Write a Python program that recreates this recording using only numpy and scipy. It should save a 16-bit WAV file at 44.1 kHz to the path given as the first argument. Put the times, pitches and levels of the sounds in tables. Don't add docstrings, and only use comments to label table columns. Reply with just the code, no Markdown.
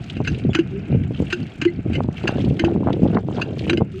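import sys
import numpy as np
from scipy import signal
from scipy.fft import rfft, irfft
from scipy.io import wavfile
from scipy.ndimage import uniform_filter1d, minimum_filter1d

SR = 44100
rng = np.random.default_rng(int(sys.argv[2]) if len(sys.argv) > 2 else 0)


def transcribe(signal):
    frames = np.atleast_2d(signal).T
    limited = np.clip(frames, -1, 1)
    pcm = np.round(limited * 32767).astype(np.int16)
    wavfile.write(sys.argv[1], SR, pcm)


N = 176400


def amp(db):
    return 10 ** (np.asarray(db) / 20)


def unit(x):
    return x / np.sqrt(np.mean(x ** 2) + 1e-20)


def steady(x, span_s):
    return x / np.sqrt(abs(uniform_filter1d(x ** 2, int(span_s * SR))) + 1e-9)


def level(points):
    return amp(np.interp(np.arange(N) / SR, *np.transpose(points)))


def add(mix, s, sound):
    part = mix[max(round(s * SR), 0):][:len(sound)]
    part += sound[:len(part)]


def colour(x, points, size=4096):
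    hz, db = np.transpose(points)
    bin_hz = abs(np.fft.fftfreq(size, 1 / SR))
    log_gain = np.log(amp(np.interp(np.log(bin_hz + 1), np.log(hz), db)))
    response = np.exp(np.conj(signal.hilbert(log_gain)))
    taps = np.fft.ifft(response).real[:size // 2]
    return signal.fftconvolve(x, taps / np.linalg.norm(taps))[:len(x)]


def wander(per_s):
    smoothing = np.exp(-(np.fft.rfftfreq(N, 1 / SR) / per_s) ** 2)
    return unit(irfft(rfft(rng.standard_normal(N)) * smoothing, N))


def droplet(hz, decay_s, sharpness, splat_db):
    t = np.arange(SR // 25) / SR
    noise = rng.standard_normal(len(t))
    pitched = signal.lfilter(*signal.iirpeak(hz, sharpness, fs=SR), noise)
    return (pitched + amp(splat_db) * noise) * np.tanh(2 * t / decay_s) * np.exp(-t / decay_s)


# t/s, level/dB
SPATTER_LEVELS = [(0, -51.5), (.1, -50), (.22, -56.5), (.37, -47.5), (.48, -60.5), (.7, -55.5),
                  (.85, -57.5), (1.12, -58.5), (1.17, -50), (1.42, -49.5), (1.58, -55), (1.85, -62),
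                  (1.94, -49.5), (2.08, -65.5), (2.18, -46), (2.48, -48.5), (2.6, -55), (2.85, -57),
                  (3.1, -52), (3.25, -63), (3.37, -48.5), (3.5, -57), (3.63, -46.5), (3.86, -65), (4, -48)]
# f/Hz, level/dB
SPLASH_TONE = [(800, -16.5), (1500, 0.5), (2800, 9.5), (4700, -4.5), (5600, -9.5), (6500, -10),
               (8000, -13.5), (9200, -21), (10200, -27.5), (15500, -34.5)]
def spatter(drops_per_s=900, spread_db=5, ticks_per_s=40, tick_db=-8, wash_db=-8, gain_db=2.5):
    sizes = amp(spread_db * np.minimum(rng.exponential(1, N), 4))
    landings = sizes * (rng.random(N) < drops_per_s / SR)
    pitches = np.geomspace(1300, 15000, 48)
    choice = rng.integers(0, len(pitches), N)
    drops = np.zeros(N)
    for k, hz in enumerate(pitches):
        drop = unit(droplet(hz, decay_s=0.0047, sharpness=6, splat_db=-21)) * np.sqrt(hz)
        drops += signal.oaconvolve(landings * (choice == k), drop)[:N]
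    ticks = unit(rng.standard_normal(N) * (rng.random(N) < ticks_per_s / SR))
    spray = unit(drops) + amp(tick_db) * ticks + amp(wash_db) * rng.standard_normal(N)
    return amp(gain_db) * level(SPATTER_LEVELS) * unit(colour(spray, SPLASH_TONE))


def bubble(t, hz, cycles, rise_per_s):
    envelope = np.minimum(t * hz, 1) * np.exp(-t * hz / cycles)
    return envelope * np.sin(2 * np.pi * hz * t * (1 + rise_per_s * t / 2))


def plinks(per_s=45, spread_db=4, gain_db=4, low_hz=1200, high_hz=4000):
    out, t = np.zeros(N), np.arange(SR // 25) / SR
    flow = level(SPATTER_LEVELS)
    for when, pitch, size in rng.random((int(per_s * N / SR), 3)):
        hz = low_hz * (high_hz / low_hz) ** pitch
        start = int(when * N)
        gain = flow[start] * amp(gain_db - spread_db * np.log(max(size, 0.05))) * np.sqrt(low_hz / hz)
        add(out, start / SR, gain * bubble(t, hz, cycles=6, rise_per_s=1.2))
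    return out


# t/s, level/dB
RUB_LEVELS = [(0, -44.5), (.45, -43.5), (.75, -41), (.95, -36.5), (1.1, -46), (1.55, -43), (1.85, -44),
              (1.95, -34), (2.07, -55), (2.22, -37), (2.6, -50), (3, -45), (3.25, -64), (3.4, -71),
              (3.85, -44), (4, -50)]
# f/Hz, level/dB
RUB_TONE = [(400, 20), (700, -7.5), (1100, -7.5), (1550, 6.5), (1850, -2.5), (2150, 7), (2800, 5.5),
            (3200, -10), (3600, -61.5), (4500, -19), (5600, -25.5), (12000, -45)]
def piston(grain_db=2.5):
    grains = rng.standard_normal(N) * amp(grain_db * wander(100))
    return unit(colour(grains, RUB_TONE)) * level(RUB_LEVELS)


# t/s, level/dB
RUMBLE_LEVELS = [(0.0, -21.5), (0.04, -35), (0.22, -23.5), (0.26, -25.5), (0.32, -16), (0.4, -31),
                 (0.46, -12.5), (0.54, -24), (0.56, -27), (0.83, -26), (0.87, -34), (0.92, -12),
                 (1.17, -27.5), (1.21, -20.5), (1.36, -36), (1.41, -19), (1.56, -48), (1.6, -27.5),
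                 (1.71, -32.5), (1.79, -22), (1.84, -37), (1.86, -19), (2.09, -22.5), (2.14, -32),
                 (2.29, -25), (2.33, -31), (2.36, -23.5), (2.51, -13.5), (2.61, -34), (2.63, -21.5),
                 (2.98, -22.5), (3.02, -22.5), (3.15, -19.5), (3.23, -29.5), (3.25, -22.5), (3.41, -27.5),
                 (3.82, -22), (3.87, -30.5)]
FLUTTER_LEVELS = [(0, -54), (.38, -32), (.46, -49), (.55, -39.5), (.87, -52.5), (.92, -19), (1.06, -52.5),
                  (1.22, -34.5), (1.75, -66), (1.98, -19), (2.19, -86), (2.27, -26.5), (2.48, -20.5),
                  (2.59, -29.5), (2.66, -21), (2.85, -19.5), (2.89, -15.5), (2.98, -23.5), (3.05, -10),
                  (3.11, -22.5), (3.17, -13), (3.21, -33), (3.38, -26), (3.6, -28.5), (3.8, -16.5),
                  (3.86, -38), (4, -74)]
# f/Hz, level/dB
RUMBLE_TONE = [(12, -45), (20, -30.5), (32, -22), (87, 1), (130, 4), (186, 1), (247, -4), (304, -9),
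               (462, -24.5), (700, -40.5), (910, -57.5), (1540, -120)]
FLUTTER_TONE = [(60, -18), (160, 4.5), (300, 5), (450, 0.5), (700, -13), (1100, -29.5), (1700, -44),
                (3000, -47.5), (6000, -79)]
def wind(rumble_db=-1.5, flutter_db=-2.5, lump_db=14):
    rumble = steady(colour(rng.standard_normal(N), RUMBLE_TONE), span_s=0.053)
    lumps = rng.standard_normal(N) * amp(lump_db * np.tanh(wander(120)))
    flutter = steady(colour(lumps, FLUTTER_TONE), span_s=0.033)
    return (amp(rumble_db) * rumble * level(RUMBLE_LEVELS)
            + amp(flutter_db) * flutter * level(FLUTTER_LEVELS))


# t/s, level/dB, f/Hz
WATER_SLAPS = [(0.098, -25.5, 3500), (0.1522, -38, 2560), (0.3457, -33.5, 2500), (1.035, -32.5, 1850),
               (1.1458, -34, 2850), (2.0335, -36.5, 4860), (2.126, -38.5, 7000), (2.1796, -26, 1730),
               (2.4104, -34.5, 4160), (2.447, -30, 3870), (2.9283, -26.5, 3640), (3.1447, -33, 4120),
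               (3.591, -26, 4300), (3.6204, -39, 2950), (3.6532, -37, 2720)]
def slaps(gain_db=6):
    out = np.zeros(N)
    for s, db, hz in WATER_SLAPS:
        add(out, s, amp(db + gain_db) * droplet(hz, decay_s=0.0038, sharpness=2.86, splat_db=-14.5))
    return colour(out, SPLASH_TONE)


DOWN, UP, RATTLE = range(3)
# f/Hz, time to fade 60 dB/s, down level/dB, up level/dB, rattle level/dB
IRON_NOTES = [(1452, .06, -7, -9, -17), (1548, .065, -6, -2, -14), (1690, .045, -6, -11, -19),
              (2110, .07, -14, -5, -5), (2575, .045, -6, -5, -6), (2762, .055, 3, -5, -4),
              (2975, .055, -9, -3, -2), (3092, .06, -15, -6, -10), (3408, .05, -16, -16, -18),
              (3955, .05, -12, -9, -13), (4060, .04, -11, -16, -17), (4628, .05, -8, -13, -15),
              (4998, .05, -15, -19, -23), (6100, .06, -17, -15, -25), (6300, .05, -17, -21, -25),
              (6823, .05, -19, -25, -28), (7240, .04, -22, -27, -28), (8765, .05, -29, -37, -38)]
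# f/Hz, down level/dB, up level/dB, rattle level/dB
CRACK_TONE = [(300, -9, 0, -3), (885, -10.5, -3.5, -31), (1255, -4, -1.5, -3), (1566, 14, 9, 5.5),
              (2010, -11, 0.5, -5), (2755, 13.5, 10.5, 9.5), (3170, -12.5, 4.5, -3),
              (3400, -7, -8.5, -10.5), (4820, -8.5, -9.5, -9), (6070, -32, -25, -32.5),
              (6100, -13, -11.5, -24.5), (7800, -27, -23.5, -20.5), (8400, -45, -29, -31),
              (9010, -25.5, -36.5, -32.5), (11000, -58, -49.5, -46.5), (15500, -71, -57, -56.5)]
def iron_hits(hits, kind, rise_s, ring_db, crack_db, tail_db, tail_s, detune, grit_db=4, vary_db=5.5):
    out, t = np.zeros(N), np.arange(SR // 5) / SR
    tone = np.array(CRACK_TONE)[:, [0, kind + 1]]
    peak_s = 2 * rise_s
    for s, db, chatter_s in hits:
        contact = np.exp(np.minimum((t - peak_s) * 2 / rise_s, (peak_s - t) / chatter_s))
        push = contact ** 2 / np.sum(contact ** 2)
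        ring = np.zeros(len(t))
        for hz, fade_s, *note_db in IRON_NOTES:
            envelope = signal.lfilter([1], [1, -amp(-60 / fade_s / SR)], push)
            buzz = 0.25 * unit(uniform_filter1d(rng.standard_normal(len(t)), size=180))
            pitch = hz * (1 + detune * rng.standard_normal())
            phase = 2 * np.pi * (pitch * t + rng.random()) + buzz
            ring += amp(note_db[kind] + vary_db * rng.standard_normal()) * envelope * np.sin(phase)
        tail = amp(tail_db) * np.exp(-t / tail_s) * (t > peak_s)
        roughness = np.tanh(unit(uniform_filter1d(rng.standard_normal(len(t)), size=40)))
        grit = unit(amp(grit_db * roughness) * rng.standard_normal(len(t)))
        crack = colour((contact + tail) * grit, tone)
        add(out, s - rise_s, amp(db) * (amp(ring_db) * ring + amp(crack_db) * crack))
    return out


# t/s, level/dB, chatter time/s
LEVER_DOWN = [(0.2718, -14.5, 0.0054), (1.3242, -12, 0.0037), (2.2737, -10.5, 0.0047), (3.4125, -16, .005)]
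LEVER_UP = [(0.5475, -9, 0.0034), (1.6142, -18.5, 0.0085), (2.593, -14.5, 0.0034), (3.6955, -13.5, 0.0047)]
LEVER_BOUNCES = [(0.5872, -17.5, 0.007), (1.6495, -18, 0.0066), (2.6451, -15.5, 0.0067),
                 (3.7304, -17, 0.0042)]
PIN_RATTLES = [(0.0982, -35.5, 0.0054), (0.166, -31, 0.01), (0.247, -26.5, 0.019), (0.5316, -23, 0.007),
               (0.565, -37, 0.011), (0.606, -35, 0.0029), (1.301, -23, 0.023), (1.6803, -40.5, .008),
               (1.932, -25.5, 0.017), (1.95, -23.5, 0.0072), (2.2313, -29, 0.0027), (3.6751, -28.5, 0.011),
               (3.7724, -17, 0.0013)]
def lever():
    down = iron_hits(LEVER_DOWN, DOWN, rise_s=0.004, ring_db=-12.5, crack_db=-1,
                     tail_db=-26.5, tail_s=0.054, detune=0.0027)
    up = iron_hits(LEVER_UP, UP, rise_s=0.0024, ring_db=-12, crack_db=-1,
                   tail_db=-21, tail_s=0.031, detune=0.011)
    bounces = iron_hits(LEVER_BOUNCES, UP, rise_s=0.0011, ring_db=-20, crack_db=-5,
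                        tail_db=-33, tail_s=0.016, detune=0.01)
    rattles = iron_hits(PIN_RATTLES, RATTLE, rise_s=0.001, ring_db=-9, crack_db=-6,
                        tail_db=-29.5, tail_s=0.03, detune=0.0051)
    return down + up + bounces + rattles


# t/s, push level/dB, sharp edge level/dB
WIND_BUMPS = [(0.167, -16, -44), (.202, -9.5, -25), (.21, -14, -31), (.449, -6, -39), (0.491, -7, -34.5),
              (0.948, -5.5, -40), (1.107, -9, -37.5), (1.201, -6, -29.5), (1.222, -7.5, -37),
              (1.79, -16, -63), (1.86, -7, -46), (1.899, -11, -60), (2.004, -17.5, -17.5),
              (2.044, -10.5, -34), (2.086, -10, -28), (2.291, -9.5, -20.5), (2.238, -14.5, -28),
              (2.254, -12, -26.5), (2.355, -10, -37), (2.383, -9.5, -26), (2.638, -4, -17),
              (2.760, -7.5, -25.5), (2.870, -36, -18), (2.876, -12, -24.5), (2.885, -17, -18),
              (2.903, -23, -20.5), (3.031, 4.5, -37), (3.053, -1.5, -28), (3.1679, -16, -18.5),
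              (3.183, -26, -25), (3.285, -7.5, -25), (3.309, -28, -31), (3.383, -12.5, -23),
              (3.681, -10.5, -38), (3.808, -10, -21), (3.817, -2, -20)]
def wind_bumps(push_s=0.00088, push_db=3, edge_db=13, wake_db=-13, wake_s=0.0079, lag_s=0.00201):
    out, t = np.zeros(N), np.arange(-SR // 100, SR // 15) / SR
    bass_cut = signal.butter(2, 115, "high", fs=SR)
    for s, db, sharp_db in WIND_BUMPS:
        push = amp(db + push_db) * np.exp(-(t / push_s) ** 2)
        edge_s = 0.000082 * (3.5 + max(db - sharp_db, 0) / 30)
        edge = -amp(sharp_db + edge_db) * t / edge_s * np.exp(-(t / edge_s) ** 2 / 2)
        swirl = steady(colour(rng.standard_normal(len(t)), FLUTTER_TONE), span_s=0.006)
        wake = swirl * np.exp(-abs(t) / wake_s) * (1 + np.tanh(t / push_s)) / 2
        add(out, s + lag_s + t[0], signal.lfilter(*bass_cut, push + edge) + amp(db + wake_db) * wake)
    return out


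# t/s, fade time/s, level/dB, f/Hz
HIGH_TONES = [(0.499, 0.029, -37.5, 3390), (0.562, .032, -24.5, 1520), (1.673, 0.03, -26.5, 2040),
              (1.944, 0.031, -27, 2077), (1.948, 0.027, -29, 2922), (2.59, 0.029, -24, 2110),
              (2.606, 0.031, -39, 1800), (3.693, 0.017, -19, 3900)]
def squeaks_and_rings(waver=0.023, overtone_ratio=2.07, overtone_db=-19, rise_s=0.0089):
    out = np.zeros(N)
    for s, fade_s, db, hz in HIGH_TONES:
        t = np.arange(0, 2 * fade_s, 1 / SR)
        pitch = hz * (1 + waver * wander(200)[:len(t)])
        phase = 2 * np.pi * np.cumsum(pitch) / SR
        note = np.sin(phase) + amp(overtone_db) * np.sin(overtone_ratio * phase)
        envelope = np.minimum(t / rise_s, 1) * np.exp(-2 * (t / fade_s) ** 2)
        add(out, s, amp(db) * envelope * note)
    return out


# t/s, level/dB, f/Hz, time to fade 60 dB/s
BARREL_THUMPS = [(0.552, -8.5, 325, 0.061), (0.589, 0, 335, 0.074), (1.327, -14, 354, 0.12),
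                 (1.621, -5.5, 300, 0.037), (1.653, -7, 346, 0.15), (2.279, -23, 370, 0.063),
                 (2.598, -13, 329, 0.18), (2.637, -10, 339.5, 0.26), (3.698, -15, 336.6, 0.18),
                 (3.73, -4, 341, 0.076)]
# t/s, length/s, level/dB, f/Hz
BARREL_HUMS = [(0.707, 0.1, -26, 393.4), (3.931, 0.066, -27, 382)]
def barrel(rise_s=0.0045, sag=0.054, settle_s=0.0038, thump_db=2, rough_db=1.5, waver=0.021):
    out, t = np.zeros(N), np.arange(SR // 3) / SR
    for s, db, hz, fade_s in BARREL_THUMPS:
        pitch = hz * (1 - sag * np.exp(-t / settle_s))
        gain = amp(db + thump_db + rough_db * wander(61)[:len(t)])
        envelope = (1 - np.exp(-t / rise_s)) * amp(-60 * t / fade_s)
        add(out, s, gain * envelope * np.sin(2 * np.pi * np.cumsum(pitch) / SR))
    for s, length_s, db, hz in BARREL_HUMS:
        swell = np.sin(np.linspace(0, np.pi, int(length_s * SR)))
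        pitch = hz * (1 + waver * wander(40)[:len(swell)])
        add(out, s, amp(db) * swell * np.sin(2 * np.pi * np.cumsum(pitch) / SR))
    return out


# t/s, level/dB
POUR_LEVELS = [(2.15, -50), (2.3, -37), (2.55, -58), (2.68, -36), (2.8, -65), (2.89, -30.5), (2.97, -57),
               (3.17, -32.5), (3.22, -58), (3.39, -37.5), (3.55, -49.5), (3.86, -61)]
# f/Hz, level/dB
POUR_TONE = [(60, -46), (400, -7), (700, 5.5), (1000, -8.5), (1400, -4.5), (2000, -14.5), (4000, -34.5),
             (10000, -75.5)]
# t/s, level/dB, starting f/Hz
NECK_GULPS = [(2.243, -11.5, 338), (2.413, -29, 460), (2.682, -13.5, 750), (2.832, -20, 930),
              (3.005, -31, 423), (3.044, -8, 308), (3.064, -22.5, 655), (3.171, -10.5, 976),
              (3.1705, -15, 1380), (3.172, -16.5, 1950), (3.397, -15.5, 970)]
def bottle(lump_db=6):
    lumps = rng.standard_normal(N) * amp(lump_db * np.tanh(wander(91)))
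    out = unit(colour(lumps, POUR_TONE)) * level(POUR_LEVELS)
    t = np.arange(SR // 15) / SR
    for s, db, hz in NECK_GULPS:
        add(out, s, amp(db) * bubble(t, hz, cycles=2.34, rise_per_s=8))
    return out


def scene():
    pump = lever() + squeaks_and_rings() + barrel() + piston()
    water = spatter() + slaps() + plinks() + bottle()
    return (pump + water + wind() + wind_bumps())[None]


def record(dry, low_cut_hz=42, ceiling=0.7, high_cut_hz=15900):
    thinned = signal.sosfilt(signal.butter(3, low_cut_hz, "high", fs=SR, output="sos"), dry)
    gain = minimum_filter1d(np.minimum(1, ceiling / (abs(thinned) + 1e-9)), size=400)
    limited = thinned * uniform_filter1d(uniform_filter1d(gain, size=200), size=200)
    treble_cut = signal.firwin(511, high_cut_hz, window=("kaiser", 9), fs=SR)
    return signal.oaconvolve(limited, treble_cut[None], "same")


dry = scene()
out = record(dry)
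transcribe(out)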